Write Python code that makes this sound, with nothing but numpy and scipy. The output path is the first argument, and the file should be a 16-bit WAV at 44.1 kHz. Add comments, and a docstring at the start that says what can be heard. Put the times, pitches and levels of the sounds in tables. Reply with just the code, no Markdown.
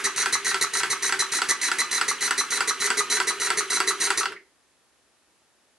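"""A quiet kitchen, with a model steam engine running close by on the table at about 200 turns a minute.
Each turn the slide valve blows a short and a long chuff of wet steam up the brass chimney.
Slack bearings knock at each reversal and ring the frame, the rods rub, and the hollow wooden bed hums.
The throttle is closed, the flywheels rub to a halt with a small squeak, and only room tone is left."""
import sys
import numpy as np
from scipy import signal
from scipy.fft import rfft, irfft, next_fast_len
from scipy.io import wavfile
from scipy.ndimage import uniform_filter1d, map_coordinates

SR = 44100
rng = np.random.default_rng(int(sys.argv[2]) if len(sys.argv) > 2 else 0)


def persist_wave(psi):
    """Save psi, clipped to +-1, as 16-bit WAV."""
    counts = np.round(np.clip(psi, -1, 1) * 32767).astype(np.int16)
    wavfile.write(sys.argv[1], SR, np.atleast_2d(counts).T)


N = 254883
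TIME = np.arange(N) / SR

# the crank's knock at dead centre, which starts each turn: t/s, relative click level/dB
CRANK_KNOCKS = [(0.2587, -19), (0.5438, -17), (0.833, -15), (1.1237, -14), (1.4177, -10), (1.7155, -7.5),
                (2.0121, -8.5), (2.3084, -4), (2.606, -10.5), (2.903, -6.5), (3.201, -12.5), (3.5029, -3.5),
                (3.8023, -4.5), (4.1038, -3)]


def exhaust():
    """Puffs of wet steam hiss and sputter through the resonances of the brass chimney."""
    # water drops spitting in the exhaust: t/s, level above the steam/dB
    spits = [(1.497, 2.5), (1.511, 7.5), (2.511, 1), (2.8645, 5.5), (3.893, 5)]
    # chimney resonances: f/Hz, width/Hz, relative level/dB
    chimney = [(397.6, 40, -4.5), (1977, 200, 0), (4014, 125, 4), (4280, 370, -10), (5933, 160, 2),
               (6380, 650, -6.5), (8820, 250, -2.5), (9340, 1400, -8), (10900, 200, -12), (11070, 700, -12)]
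    # spectrum of the bare steam jet: f/Hz, relative level/dB
    jet_spectrum = [(30, -35), (120, -33), (300, -17), (510, -32), (1000, -13), (1500, -17), (2400, -20),
                    (3200, -43.5), (4600, -10.5), (5400, -16.5), (7000, -9), (8200, -17), (11500, -31.5)]
    flow = valve() * amp(.17 * TIME)  # the chuffs grow slowly
    sputter_db = 1.9 * wobble(350) + .6 * wobble(45)  # water makes the jet sputter
    sputter_db += sum(db * np.exp(-((TIME - s) / .0022) ** 2) for s, db in spits)
    jet = flow * amp(sputter_db) * rng.standard_normal(N)
    chuffs = unit(colour(jet, lambda hz: np.hypot(peaks(chimney, hz), amp(along(jet_spectrum, hz)))))
    # bursting bubbles ring the chimney's throat, fading as the water dries out
    bubbles = (rng.random(N) < 170 / SR) * rng.uniform(.95, 1, N)
    gurgle = unit(colour(flow * bubbles, lambda hz: peaks([(1925, 330, 0)], hz, steep=2.2)))
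    # each sudden change of flow gives the air a low push
    push = unit(colour(np.gradient(flow), lambda hz: peaks([(174, 81, 0)], hz)))
    return amp(-30) * chuffs + amp(-36.5 - 1.5 * TIME) * gurgle + amp(-67) * push


def valve():
    """Steam flow: each port snaps open, holds and closes once a turn, until the throttle is shut."""
    # the slide valve's two exhaust ports: opening angle/turns, hold/turns, relative level/dB
    ports = [(.226, 0.091, 2.5), (0.653, 0.23, -1)]
    attack_turns, release_db_per_turn, leak_db = .013, 289, -24
    throttle_s, emptying_db_per_s = 4.26, 226.5
    angle = crank_angle()
    puffs = 0
    for opens, held, db in ports:
        since = (angle - opens) % 1
        attack = np.minimum(since / attack_turns, 1)
        puffs += attack * amp(db - release_db_per_turn * np.maximum(since - held, 0))
    steam_in_pipe = amp(-emptying_db_per_s * np.maximum(TIME - throttle_s, 0))
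    return np.hypot(puffs * (TIME < throttle_s), amp(leak_db)) * steam_in_pipe


def knocks():
    """Slack in the bearings is taken up at every reversal, and the valve gear taps in between."""
    # valve gear taps: crank angle/turns, relative level/dB, contact cutoff/Hz
    taps = [(.72, -28, 7980), (.893, -24, 4975)]
    # the linkage clacks as it loses its drive: t/s, relative level/dB
    clacks = [(4.232, -21.5), (4.256, -18)]
    bounce_s, rebound_s = .0068, .022
    out = np.zeros(N)
    # dead centre: a bright knock, then two softer bounces of the bearing
    for s, click_db in CRANK_KNOCKS:
        db = -18.5 + .55 * s  # the frame's ring grows slowly
        add(out, s, amp(db) * blow(contact_hz=9400, crack_db=click_db - db - 10.5, swell_cycles=.87))
        for bounce, jitter in enumerate(rng.standard_normal(size=2)):
            delay = bounce_s * (bounce + 1 + .18 * jitter)
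            soft_hit = blow(contact_hz=2620, crack_db=-7.5, swell_cycles=1.5)
            add(out, s + delay, amp(db - 10 - 2.5 * bounce) * soft_hit)
    # the piston turns back: a duller knock, then the crosshead falls back on its guide
    return_angle = .342 + .0039 * dead_centres()[:-1]  # a little later each turn
    for s in each_turn(return_angle):
        db = -20 + .06 * rng.standard_normal()
        add(out, s - .003, amp(db + 2) * crosshead())
        add(out, s - .003, amp(db - 9.5) * blow(contact_hz=5000, crack_db=-4.5, swell_cycles=2.5))
        add(out, s + rebound_s * (1 + .2 * rng.standard_normal()), amp(db - 5.5) * crosshead())
    for angle, db, contact_hz in taps:
        for s in each_turn(angle)[:-1]:
            strength = amp(db + 1.2 * rng.standard_normal())
            add(out, s, strength * blow(contact_hz, crack_db=-7, swell_cycles=1.2))
    for s, db in clacks:
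        add(out, s, amp(db) * blow(contact_hz=4200, crack_db=3, swell_cycles=2.3))
    return out


def blow(contact_hz, crack_db, swell_cycles):
    """One blow cracks and rings the frame; a soft contact leaves out the high modes."""
    # modes of the engine frame: f/Hz, relative level/dB, t60/s
    frame_modes = [(434, -23, 0.13), (612, -28, 0.046), (734.4, -24, 0.11), (799, -15, 0.084),
                   (972.5, -7, 0.058), (1125, -13.5, 0.045), (1344, 0, 0.053), (1463, 1, 0.02),
                   (1561, -7.5, 0.097), (1610, -1.5, 0.012), (1980, 5, 0.012), (2340, -13, 0.014),
                   (2739, -2.5, 0.018), (3362, -6, .02), (4150, -8, 0.011), (4420, -4.5, .014),
                   (4546, -2.5, 0.024), (5114, -2, .012), (7630, 0.5, 0.0082), (7850, 5, 0.009)]
    t = np.arange(SR // 4) / SR
    hz, db, t60 = np.transpose(frame_modes)[:, :, None]
    decay = amp(db + 1.2 * rng.standard_normal(hz.shape) - 60 * t / t60)
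    swell = 1 - np.exp(-t * hz / swell_cycles)
    polarity = (-1) ** np.arange(len(hz))[:, None]
    ring = np.sum(polarity * decay * swell * np.sin(2 * np.pi * hz * t), axis=0)
    burst = amp(crack_db - 60 * t / .015) * rng.standard_normal(len(t))
    crack = colour(burst, lambda f: f ** 2 / (f ** 2 + 1300 ** 2))  # low cut
    return colour(ring + crack, lambda f: 1 / np.hypot(1, (f / contact_hz) ** 2))


def crosshead():
    """On the return stroke the crosshead slaps its guide, a little differently each time."""
    # modes of the guide: f/Hz, relative level/dB, t60/s, attack/s
    guide_modes = [(967, -4.5, 0.019, 0.0021), (1156, -1.5, 0.041, 0.0012), (1262, 3.5, 0.042, 0.0036),
                   (1586, -7.5, 0.063, 0.02)]
    t = np.arange(SR // 4) / SR
    ring = np.zeros(len(t))
    for hz, db, t60, attack in guide_modes:
        pitch = hz * (1 + .018 * rng.standard_normal())
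        strength = amp(db + 2 * rng.standard_normal())
        envelope = amp(-60 * t / t60) * (1 - np.exp(-t / attack))
        ring += strength * envelope * np.sin(2 * np.pi * pitch * t)
    return ring


def friction():
    """Rods and bearings rub and chatter, a dry bearing scrapes, and the shaft squeaks as it stops."""
    # loose parts chatter after each reversal or tap: crank angle/turns, level above the rub/dB
    chatter_onsets = [(0, 15.5), (.35, 10), (.72, 11.5), (.9, 12)]
    # spectrum of the sliding metal: f/Hz, relative level/dB
    rub_spectrum = [(40, -23), (130, -18.5), (280, -10), (560, -22.5), (900, -3.5), (1400, 5), (2000, 1.5),
                    (2600, -1.5), (4500, -17), (11500, -41)]
    # squeaks of the shaft rocking to rest: peak t/s, half length/s, level/dB
    squeaks = [(4.368, 0.0084, -41.5), (4.39, .018, -53)]
    decay_db_per_turn, scrape_angle, scrape_turns = 57, .63, .058
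    angle, speed = crank_angle(), flywheel_speed()
    chatter = sum(amp(db - decay_db_per_turn * ((angle - at) % 1)) ** 2 for at, db in chatter_onsets)
    rub = amp(-44) * speed * np.sqrt(1 + chatter)
    coarse = noise(lambda hz: amp(along(rub_spectrum, hz)))
    swish = speed * noise(lambda hz: peaks([(4500, 9700, 0)], hz))
    dry_spot = amp(-42) * speed * np.exp(-((angle - scrape_angle) / scrape_turns) ** 2)
    scrape = dry_spot * noise(lambda hz: peaks([(2850, 1100, 0)], hz, steep=2))
    rocking = sum(amp(db) * np.exp(-((TIME - s) / half) ** 2) for s, half, db in squeaks)
    squeak = rocking * noise(lambda hz: peaks([(2000, 780, 0)], hz, steep=3.6))
    return rub * (coarse + amp(-4.5) * swish) + scrape + squeak


def bed_and_chimney():
    """The hollow bed hums and thumps at each dead centre; the chimney hoots with each chuff."""
    # resonances of the wooden bed: f/Hz, width/Hz, relative level/dB
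    bed_modes = [(384.8, 18, 2.5), (422, 21, -8), (362, 75, -9), (266.6, 31, -24), (178, 24, -22),
                 (127.6, 10, -23)]
    # fader for hum, thump and hoot together: t/s, gain/dB
    fader = [(0.0, -44.5), (2.52, -44.5), (2.54, -40.5), (3.94, -41.5), (4.25, -41)]
    thump_hz, thump_t60_s = 379, .22
    fade_start_s, fade_db_per_s = 4.333, 230
    hum = noise(lambda hz: peaks(bed_modes, hz))
    hum /= np.sqrt(abs(uniform_filter1d(hum ** 2, size=SR // 8)) + 1e-6)  # a steady drive keeps it even
    swing = flywheel_speed() * np.cos(2 * np.pi * (crank_angle() - .12))  # one swell a turn
    hum *= amp(-3.5 + 1.5 * swing)
    t = np.arange(SR // 3) / SR
    envelope = amp(10.5 - 60 * t / thump_t60_s) * (1 - np.exp(-t / .0021))
    thump = envelope * np.sin(2 * np.pi * thump_hz * t)
    for s, _ in CRANK_KNOCKS:
        add(hum, s, thump)
    chimney_hoot = unit(valve() ** 2.2 * noise(lambda hz: peaks([(407.4, 50, 0)], hz, steep=2.34)))
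    fader_db = np.interp(TIME, *np.transpose(fader))
    halt_db = fade_db_per_s * np.maximum(TIME - fade_start_s, 0)  # dies away as the engine halts
    return amp(fader_db - halt_db) * (hum + amp(-8) * chimney_hoot)


def kitchen(x, early_db, tail_db, positions=9):
    """Table and cupboards answer at once, then the room dies away; echoes shift as the listener moves."""
    # reverb time of the kitchen: f/Hz, t60/s
    reverb_times = [(150, 0.24), (500, 0.23), (2000, 0.26), (5000, 0.28), (11000, 0.096)]
    out = np.zeros((2, N))
    for place in range(positions):
        hz, t, grains = signal.stft(rng.standard_normal((2, SR // 2)), SR, nperseg=256)
        early = amp(early_db - 60 * t / .08)
        tail = amp(tail_db - 60 * t / along(reverb_times, hz)[:, None])
        response = signal.istft(grains * (early + tail), SR, nperseg=256)[1]
        response = np.pad(response, ((0, 0), (SR // 400, 0)))  # pre-delay
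        crossfade = np.sqrt(np.maximum(1 - abs(np.linspace(0, positions - 1, N) - place), 0))
        out += signal.oaconvolve((crossfade * x)[None], response, axes=1)[:, :N]
    return diffuse(*out)


def room_tone():
    """Soft hiss with a faint hum and a thin whine."""
    # spectrum of the quiet room: f/Hz, relative level/dB
    hiss_spectrum = [(15, -58.5), (25, -26.5), (54, -14.5), (167, -12.5), (245, -7.5), (370, -5.5),
                     (399, -8), (466, -7), (1770, -10), (2060, -12.5), (11500, -18.5), (15000, -58.5),
                     (22000, -120)]
    # faint steady tones: f/Hz, relative level/dB
    steady_tones = [(64.6, -87), (403.7, -90), (786.0, -88), (1825, -79.5), (2584, -84)]
    mid, side = [noise(lambda hz: amp(along(hiss_spectrum, hz))) for _ in range(2)]
    tones = sum(np.sqrt(2) * amp(db) * np.sin(2 * np.pi * hz * TIME) for hz, db in steady_tones)
    return amp(-66.5) * diffuse(mid, side) + amp(-4.5) * tones


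def diffuse(mid, side):
    """Stereo spread of the room: narrow in the midrange, wide in the bass and the top."""
    # stereo width: f/Hz, side level against mid/dB
    width = [(60, 0.5), (150, 3.5), (350, -9), (1000, -9), (2000, -6), (4000, -3), (9000, 0)]
    side = colour(side, lambda hz: amp(along(width, hz)))
    return np.array([mid + side, mid - side])


def dead_centres():
    """Times at which each turn begins, with one more turn at each end."""
    s = np.transpose(CRANK_KNOCKS)[0]
    return np.r_[2 * s[0] - s[1], s, 2 * s[-1] - s[-2]]


def crank_angle():
    """Position of the crank within its turn, 0 to 1."""
    starts = dead_centres()
    return np.interp(TIME, starts, np.arange(len(starts))) % 1


def each_turn(angle):
    """Times at which the crank passes an angle."""
    starts = dead_centres()
    return starts[:-1] + angle * np.diff(starts)


def flywheel_speed(stop_s=4.35, coast_s=.087):
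    """Share of full speed: friction brings the flywheels to a halt."""
    return np.sqrt(np.clip((stop_s - TIME) / coast_s, 0, 1))


def amp(db):
    """Decibels to gain."""
    return 10 ** (np.asarray(db) / 20)


def unit(x):
    """Scaled to rms 1."""
    return x / np.sqrt(np.mean(x ** 2) + 1e-20)


def along(points, hz):
    """(f/Hz, value) points read on a log axis."""
    f, values = np.transpose(points)
    return np.interp(np.log(hz + 1), np.log(f), values)


def wobble(rate):
    """A smooth random curve, rate knots a second."""
    return map_coordinates(rng.standard_normal(int(N * rate / SR) + 4), [TIME * rate])


def peaks(modes, hz, steep=1.238):
    """Gain of (f/Hz, width/Hz, level/dB) resonances; steep sharpens their skirts."""
    power = 0
    for centre, width, db in modes:
        bell = (hz * width) ** 2 / ((centre ** 2 - hz ** 2) ** 2 + (hz * width) ** 2)
        power += amp(db) ** 2 * bell ** steep
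    return np.sqrt(power)


def colour(x, gain):
    """Minimum-phase EQ whose gain is a function of frequency."""
    length = x.shape[-1]
    size = 2 * next_fast_len(length // 2 + 4096)
    cepstrum = irfft(np.log(np.maximum(gain(np.fft.rfftfreq(size, 1 / SR)), 1e-6)))
    cepstrum[1:size // 2] *= 2
    cepstrum[size // 2 + 1:] = 0
    return irfft(rfft(x, size) * np.exp(rfft(cepstrum)))[..., :length]


def noise(gain):
    """Coloured noise of rms 1."""
    return unit(colour(rng.standard_normal(N), gain))


def add(track, s, sound):
    """Mix a sound in at s seconds."""
    part = track[max(round(s * SR), 0):][:len(sound)]
    part += sound[:len(part)]


def scene():
    """The engine up close and a little to the right, with the kitchen around it."""
    engine = exhaust() + knocks() + friction() + bed_and_chimney()
    balance = amp([[-.4], [.4]])
    return balance * (engine + kitchen(engine, early_db=-42.5, tail_db=-38)) + room_tone()


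def record(dry, left_lag_s=2e-5, top_hz=11520):
    """The sound reaches the left side a hair later, and a steep high cut takes off the top."""
    size = next_fast_len(N + 8192)
    hz = np.fft.rfftfreq(size, 1 / SR)
    spectrum = rfft(dry, size) * np.exp(-2j * np.pi * hz * np.array([[left_lag_s], [0]]))
    return irfft(spectrum / np.hypot(1, (hz / top_hz) ** 120), size)[:, :N]


dry = scene()
out = record(dry)
persist_wave(out)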